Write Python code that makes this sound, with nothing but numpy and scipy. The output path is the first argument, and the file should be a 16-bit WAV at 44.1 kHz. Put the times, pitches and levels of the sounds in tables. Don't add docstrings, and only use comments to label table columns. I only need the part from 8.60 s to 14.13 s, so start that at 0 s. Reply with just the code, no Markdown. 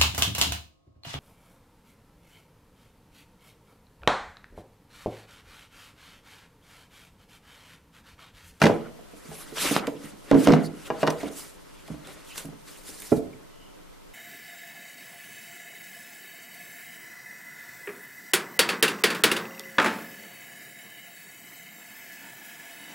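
import sys
import numpy as np
from scipy import signal
from scipy.fft import rfft, irfft, next_fast_len
from scipy.io import wavfile
from scipy.ndimage import uniform_filter1d, map_coordinates

SR = 44100
rng = np.random.default_rng(int(sys.argv[2]) if len(sys.argv) > 2 else 0)


def natural_amplitude(level_db):
    exponent = np.asarray(level_db, float) / 20
    return 10 ** exponent


def log_audio(samples):
    frames = np.atleast_2d(samples).T
    limited = np.clip(frames, -1, 1)
    pcm = np.round(limited * 32767).astype(np.int16)
    wavfile.write(sys.argv[1], SR, pcm)


N = 244049

# (time [s], ring level [dB],
# landing place [0 drawer box, 1 drawer floor, 2 block body, 3 block edge],
# time until hand or load has damped 60 dB [s], crack level [dB])
KNOCK_EVENTS = [(0.016, -6.5, 3, 0.34, -14), (0.035, -6.5, -0.02, 0.06, -14), (0.039, -11.5, 3, 0.8, -17),
                (0.054, -3, 0.77, 0.04, -16), (0.065, -9.5, 3, .04, -16), (0.078, -14.5, 1.84, -0.3, -45),
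                (0.096, -16, 1.78, 0.2, -41), (1.11, -21, 1.05, .12, -45), (1.163, -7.5, 3, 0, -17),
                (1.275, -24.5, 1.76, 0.2, -42), (1.712, -6, 1.05, .45, -23), (1.7225, -12, 2.05, .25, -21),
                (1.7434, -10, 1.05, .13, -33), (1.799, -22, 1.2, -1.3, -46),
                (1.871, -4.5, 1.13, 0.5, -13.5), (1.886, -18, 1.5, -0.93, -21), (1.904, -12.5, 2.3, 0, -30),
                (1.92, -10, -0.16, .4, -20.5), (1.934, -13, 2.5, 0.06, -21.5),
                (1.964, -23, 3.2, -0.44, -48), (2.301, -21, 2.5, 0.9, -35.5), (2.429, -14, 2.13, 0.5, -26),
                (2.473, -9, 3.5, -0.9, -17.5), (2.63, -27.5, 1.55, 0.5, -36)]
# (frequency [Hz], level [dB], T60 [s])
WOOD_MODES = [(102, -14.5, 0.29), (157.6, -1.5, 0.36), (214, -3.5, 0.26), (245.4, -7.5, 0.31),
              (286, 3.5, 0.13), (336, -10.5, 0.38), (400, -10.5, 0.12), (434, -0.5, 0.15),
              (481, -2.5, 0.11), (569, 0.5, 0.047), (646.6, 0, 0.085), (702, -3, 0.053), (809, -0.5, 0.053),
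              (907, -4.5, 0.058), (998, -3, 0.054), (1116, -2.5, 0.036), (1328, -1, 0.03),
              (1500, -1.5, 0.034), (1626, -5, 0.048), (1810, -8, 0.032), (2004, -6.5, 0.033),
              (2400, -13.5, 0.055), (2843, -13, 0.051), (3300, -21.5, 0.011)]


def unit(x):
    return x / np.sqrt(np.mean(x ** 2) + 1e-20)


def along(points, hz):
    f, v = np.transpose(points)
    return np.interp(np.log(hz + 1), np.log(f + 1), v)


def filtered(x, response):
    m = next_fast_len(x.shape[-1] + 8192)
    hz = np.fft.rfftfreq(m, 1 / SR)
    return irfft(rfft(x, m) * response(hz), m)[..., :x.shape[-1]]


def wobble(rate):
    knots = rng.standard_normal(int(N * rate / SR) + 4)
    return map_coordinates(knots, [np.arange(N) * rate / SR])


def sides(db):
    return natural_amplitude(np.array([db / 2, -db / 2]))


def noise(shape, alike, patchy_db):
    z = signal.stft(rng.standard_normal((2, N)), nperseg=256)[2]
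    field = uniform_filter1d(rng.standard_normal(z.shape[1:]), size=4, axis=0)
    field = uniform_filter1d(field, size=8, axis=1)
    pair = signal.istft(z * natural_amplitude(patchy_db * unit(field)), nperseg=256)[1][:, :N]

    def mid_side(hz):
        likeness = np.clip(along(alike, hz), -.8, 1)
        return shape(hz) * [np.ones_like(hz), np.tan(np.arccos(likeness) / 2)]

    mid, side = filtered(pair, mid_side)
    return np.array([mid + side, mid - side]) / np.std(mid)


def ringing(modes, t):
    hz, db, t60 = np.transpose(modes)[:, :, None]
    return hz[:, 0], natural_amplitude(db - 60 * t / t60) * np.exp(2j * np.pi * hz * t)


def camcorder():
    # (frequency [Hz], density [dB per Hz])
    hiss_shape = [(12, -20), (20, 7), (88, -9.5), (189, -7), (223, -18), (278, -8), (706, -11), (766, -17),
                  (903, -12), (1360, -16), (3020, -18), (3560, -19.5), (14000, -26.5)]
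    # (frequency [Hz], left-right likeness [-1 to 1])
    hiss_alike = [(60, -0.48), (240, -1.5), (950, -0.3), (3770, 0.15), (15000, 0.18)]
    # (multiple of the mains [1], rms level [dB])
    buzz_harmonics = [(3, -72), (4, -70), (5, -70), (8, -72), (18, -68), (20, -70), (21, -75), (22, -71),
                      (24, -75), (26, -69), (30, -76), (32, -78), (40, -78), (42, -79)]
    mains_hz, hiss_db = 50, -55.5
    t = np.arange(N) / SR
    buzz = sum(natural_amplitude(db + 2) * np.sin(2 * np.pi * (k * mains_hz * t + rng.random()))
               for k, db in buzz_harmonics)
    hiss = noise(lambda hz: natural_amplitude(along(hiss_shape, hz)), hiss_alike, patchy_db=0.5)
    return natural_amplitude(hiss_db) * hiss + natural_amplitude(-2.5) * buzz


def room(x):
    # (frequency [Hz], T60 [s])
    room_decay = [(60, 0.65), (200, 0.48), (600, 0.47), (1500, 0.23), (5000, 0.15), (12000, 0.32)]
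    out, step = np.zeros((2, N + SR)), SR // 3
    for start in range(0, N, step):
        hz, t, z = signal.stft(rng.standard_normal((2, SR // 2)), SR, nperseg=256)
        z = z + 1.25 * z.mean(axis=0)
        decay = natural_amplitude(-60 * t / along(room_decay, hz)[:, None])
        tail = signal.istft(z * decay, SR, nperseg=256)[1]
        wet = signal.fftconvolve(x[:, start:start + step], tail / np.linalg.norm(tail[0]), axes=1)
        out[:, start + 300:][:, :wet.shape[1]] += wet
    return out[:, :N]


def jolts():
    # (time [s], peak level [dB])
    jolt_events = [
        (.69, -47),
        (1.712, -45),
        (2.63, -44),
        (3.305, -40),
        (3.85, -50.5),
    ]
    swing_hz, t60, rise_s = 64.7, 0.24, 0.013
    out, t = np.zeros(N + SR), np.arange(SR // 3) / SR
    envelope = natural_amplitude(-60 * t / t60) * (1 - np.exp(-t / rise_s)) ** 2
    swing = envelope * np.sin(2 * np.pi * swing_hz * t)
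    for s, db in jolt_events:
        out[round(s * SR):][:len(t)] += natural_amplitude(db + 4) * swing
    return out[:N]


def whistles():
    # (time [s], length [s], frequency [Hz], width [Hz], level [dB])
    whistle_events = [
        (0.734, 0.13, 10800, 1500, -47.5),
        (1.44, 0.046, 2000, 200, -52),
        (2.034, 0.047, 4570, 503, -45.5),
        (2.5, 0.012, 4900, 300, -36),
        (2.498, 0.011, 6000, 300, -34.5),
        (3.678, 0.088, 2800, 400, -49),
        (4.73, 0.0099, 2240, 200, -48.5),
        (4.86, 0.34, 2950, 200, -63.5),
    ]
    out = np.zeros(N)
    for s, length, hz, width_hz, db in whistle_events:
        n = round(length * SR)
        band = filtered(rng.standard_normal(SR // 2), lambda f: np.exp(-((f - hz) / width_hz) ** 2))
        out[round(s * SR):][:n] += natural_amplitude(db) * unit(band)[:n] * np.sqrt(np.hanning(n))
    return out


def wood(hz):
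    response = 0
    for k, (centre, db, t60) in enumerate(WOOD_MODES):
        width = 3.7 * np.log(1000) / np.pi / t60
        sign = (-1) ** k
        response = response + sign * natural_amplitude(db) * 1j * hz * width / (centre * centre - hz * hz + 1j * hz * width)
    return response


def snags(rate, spread_db):
    sizes = (rng.random(N) < rate / SR) * natural_amplitude(spread_db * rng.exponential(size=N))
    return unit(6.4 + signal.lfilter([1], [1, -np.exp(-1 / (0.0007 * SR))], sizes))


def pressure():
    # (time of full pressure [s], time to rise 20 dB [s], time to fall 20 dB [s],
    # rasp level [dB], fine hiss over rasp [dB])
    stroke_events = [(.07, 0.45, .15, -40, -12), (.72, 0.27, 0.8, -57, 1), (.81, 0.47, 0.7, -51, -2),
                     (1.271, -0.3, 0.3, -45, -4.5), (1.454, 0.16, 0.12, -49, -1.5),
                     (1.725, .06, 0.19, -41, -12), (1.851, 0.2, 0.01, -42, 1.5),
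                     (1.869, 0.09, 0.1735, -35, -12), (2.06, .08, .03, -54, 8),
                     (2.27, .15, .04, -45.5, -2.5), (2.335, 2, -0.2, -56.5, -9),
                     (2.422, 0.09, 0.06, -39, -4.5), (2.687, 0.4, 0.01, -43, -8),
                     (2.793, 0.13, 0.17, -49.5, 8), (3.2, 0.9, 0.1, -58.5, -4.5),
                     (3.284, 0.08, 0.14, -52, -4), (3.488, 0.18, 0.36, -49.5, -5.5),
                     (3.725, 0.12, 0.1, -49.5, 1.5), (3.78, 0.03, 0.0851, -40.5, 2),
                     (4.08, .035, .16, -50, 3), (4.18, 0.3, 0.1, -58, 4.5), (4.291, .09, 0.12, -50.5, 7),
                     (4.42, 0.2, 0.21, -58.5, 12.5), (4.57, 0.38, 0.04, -52.5, 6.5)]
    # (time [s], rasp level [dB])
    push_curve = [
        (.88, -76),
        (.924, -61),
        (.966, -34),
        (1.048, -27),
        (1.08, -29.5),
        (1.155, -31),
        (1.184, -37.5),
        (1.252, -64),
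        (1.3, -80),
    ]
    push_fine_db, push_drag_db, push_drag_growth = -4, -7, 68
    drag_db, drag_lighter = -3, 0.59
    drag_lag_s, drag_rest_db = 0.029, -61.5
    t = np.arange(N) / SR
    push = natural_amplitude(np.interp(t, *np.transpose(push_curve)))
    grows_db = push_drag_growth * np.clip(t - push_curve[3][0], -.3, .05)
    power = (push * natural_amplitude([0 * t, 0 * t + push_fine_db, push_drag_db + grows_db])) ** 2
    for s, rise, fall, db, fine_db in stroke_events:
        near = slice(max(round((s - 3 * rise) * SR), 0), round((s + 3 * fall) * SR))
        stroke = natural_amplitude(db - 20 * np.maximum((s - t[near]) / rise, (t[near] - s) / fall))
        balance_db = np.array([[0], [fine_db], [drag_db - drag_lighter * fine_db]])
        power[:, near] += (stroke * natural_amplitude(balance_db)) ** 2
    rasp, fine, drag = power
    keep = np.exp(-1 / (drag_lag_s * SR))
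    drag = signal.lfilter([1 - keep], [1, -keep], drag) + natural_amplitude(drag_rest_db) ** 2
    return np.sqrt([rasp, fine, drag])


def sliding():
    # (frequency [Hz], density [dB per Hz])
    rasp_shape = [(500, -34), (900, -2.5), (1500, 1.5), (2800, 0), (4500, -2.5), (6500, -10.5), (9000, -25)]
    # (frequency [Hz], density [dB per Hz])
    fine_shape = [(3000, -8), (5500, -4), (8000, -2), (10500, -2.5), (12500, -8.5), (15500, -11)]
    rasp_gain, fine_gain, drag_gain = pressure()
    catch = snags(500, spread_db=2.5)
    rasp = noise(lambda hz: natural_amplitude(along(rasp_shape, hz)), [(1000, 0.87)], patchy_db=3.5)
    fine = noise(lambda hz: natural_amplitude(along(fine_shape, hz)), [(6000, 0.71), (14000, 0.24)], patchy_db=2.0)
    rumble = noise(wood, [(300, 0.81)], patchy_db=2.5)
    rasp = rasp_gain * natural_amplitude(-1.8 + 1.1 * wobble(40)) * rasp
    fine = fine_gain * natural_amplitude(0.15 + 2.43 * wobble(40)) * fine
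    hiss = sides(-0.2)[:, None] * catch * (rasp + fine)
    return hiss + drag_gain * natural_amplitude(2.56 * wobble(24.88)) * rumble


def thud():
    # (time [s], level [dB], build-up time [s])
    touches = [
        (4.516, -13, 0.0052),
        (4.519, -7.5, 0.0026),
        (4.5265, -16, 0.00093),
    ]
    # (frequency [Hz], level [dB], T60 [s])
    ledge_modes = [(63.5, -29.5, 0.32), (149.3, -17.5, 0.22), (185, -12.5, 0.26), (254.2, 5, 0.045),
                   (303, 0.5, 0.05), (410, -30, 0.019), (445.5, 2, 0.11), (500, -5.5, 0.023),
                   (577, 1.5, 0.032), (599, -1, 0.025), (750, -8, 0.034), (870, -23, 0.067),
                   (1368, -11.5, 0.023), (1676, -21, 0.026), (2000, -25, 0.026), (2420, -25, 0.027)]
    out, t = np.zeros((2, N + SR)), np.arange(SR // 3) / SR
    hz, rings = ringing(ledge_modes, t)
    for s, db, rise in touches:
        port = rng.standard_normal(len(hz))
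        gain = natural_amplitude(db) * sides(-4.5 + 1.3 * port) * np.exp(.15j * np.outer([1, -1], port))
        out[:, round(s * SR):][:, :len(t)] += (gain @ rings).imag * (1 - np.exp(-t / rise)) ** 2
    return out[:, :N]


def ticks():
    # (time [s], peak level [dB], level of the top band [dB])
    grit_events = [(0.0249, -16.5, -11.5), (1.1942, -33, -18), (1.2695, -23, -10.5), (1.734, -28.5, -29),
                   (2.4675, -23, -18), (2.5033, -26, -6), (2.688, -46, -23), (3.2782, -42, -11),
                   (3.471, -39, -4), (3.757, -32.5, -10), (3.778, -27, -2), (3.7825, -39, -5),
                   (3.8544, -44.5, 3.5), (4.3874, -47, -3), (4.4014, -40, 3), (4.4197, -36.5, 5.5),
                   (4.427, -40, -9)]
    crack_late_s, crack_top_db, crack_t60, grit_t60 = .0008, -21.5, 0.037, 0.027
    out, t = np.zeros((2, N + SR)), np.arange(SR // 20) / SR
    cracks = [(row[0] + crack_late_s, row[4], crack_top_db, crack_t60) for row in KNOCK_EVENTS]
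    cracks += [(*row, grit_t60) for row in grit_events]
    for s, db, top_db, t60 in cracks:
        decay = natural_amplitude(-60 * t / t60) + 0.45 * natural_amplitude(-60 * t / 0.0013)
        burst = rng.standard_normal(len(t)) * natural_amplitude(db + 2) * decay
        colour = [(800, -3.5), (2000, 3.0), (5500, -5.5), (9000, top_db + 1.5), (15000, top_db - 7)]
        burst = filtered(burst, lambda hz: natural_amplitude(along(colour, hz)))
        out[:, round((s + .0005) * SR):][:, :len(t)] += sides(-4)[:, None] * burst
    return out[:, :N]


def knocks():
    # (time [s], ring level [dB], landing place [0-3])
    tap_events = [(.388, -42.5, 2.2), (0.534, -40.5, 1.25), (.651, -43, 1.1), (0.683, -35, 0),
                  (.715, -36, 2.4), (.919, -34.5, 1.1), (.971, -33, 2.6), (1.191, -47, -2),
                  (1.349, -32, 0.9), (1.44, -34, 0.3), (1.529, -43, 0.9), (2.324, -28.5, 1.2),
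                  (2.479, -11, 2.65), (2.502, -36, -0.5), (2.653, -26, 1.1), (2.683, -38.5, 0.6),
                  (3.282, -37, 2.1), (3.3, -24, -0.2), (3.34, -27.5, -1), (3.925, -41.5, 2.4),
                  (3.846, -26.5, 0.13), (3.885, -33.5, 0), (4.288, -41, 1), (4.315, -60, 4.5),
                  (4.397, -56, 1.5)]
    part_centres = [170, 290, 600, 1400]
    # (frequency [Hz], left-right level [dB])
    port_lean = [(60, -1), (240, -4), (950, 0.5), (3770, 6), (15000, -0.5)]
    away_db, far_db, edge_db = -8, -14.5, -5
    tap_damped_s, tap_edge_db = 0.11, -8
    out, t = np.zeros((2, N + SR)), np.arange(SR // 3) / SR
    hz, rings = ringing(WOOD_MODES, t)
    drawer = hz < 360
    part = along(list(zip(part_centres, range(len(part_centres)))), hz)
    blows = [(*row[:4], edge_db) for row in KNOCK_EVENTS]
    blows += [(*row, tap_damped_s, edge_db + tap_edge_db) for row in tap_events]
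    for s, db, place, damped, edge_loss_db in blows:
        size, turn, port = rng.standard_normal((3, len(hz)))
        reach_db = np.maximum(away_db * (part - place) ** 2, far_db)
        reach_db = reach_db + edge_loss_db * np.clip(part - 2, 0, 1)
        gain = natural_amplitude(db + 2.0 + reach_db + 2.6 * size) * np.exp(.8j * turn)
        gain = gain * sides(along(port_lean, hz) + 0.35 * port) * np.exp(.15j * np.outer([1, -1], port))
        rise = np.clip(0.00029 * natural_amplitude(-.6 * (reach_db[-1] - reach_db.max() - 7.5)), 1e-4, .006)
        fade_db = -60 * t / max(damped, .01)
        drawer_ring = ((gain * drawer) @ rings).imag * natural_amplitude(0.84 * fade_db)
        block_ring = ((gain * ~drawer) @ rings).imag * natural_amplitude(fade_db)
        build_up = 1 - np.exp(-t / rise)
        out[:, round((s + .0012) * SR):][:, :len(t)] += (drawer_ring + block_ring) * build_up
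    bass_cut = signal.butter(4, 128, "highpass", fs=SR, output="sos")
    return signal.sosfilt(bass_cut, out[:, :N])


def scene():
    near = knocks() + thud() + ticks()
    return near + jolts() + whistles() + natural_amplitude(-7.0) * room(near) + sliding() + camcorder()


def top_cut(x):
    return signal.sosfilt(signal.butter(12, 16100, fs=SR, output="sos"), x)


def record(dry):
    band_edges = 14300, 15150
    keep = np.exp(-1 / (0.00084 * SR))
    loudness = np.sqrt(signal.lfilter([1 - keep], [1, -keep], np.max(dry ** 2, axis=0)))
    held = dry / (1 + (loudness / 0.46) ** 13.8) ** (1 / 5.6)
    full = held / (1 + np.abs(held / .8) ** 8) ** (1 / 8)
    low, wide = filtered(full, lambda hz: hz < np.array(band_edges)[:, None, None])
    top = wide - low
    busy = uniform_filter1d(np.mean(top ** 2, axis=0), size=1024) > natural_amplitude(-69.5) ** 2
    return top_cut(low + top * uniform_filter1d(busy * 1., size=1024))


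dry = scene()
out = record(dry)
log_audio(out)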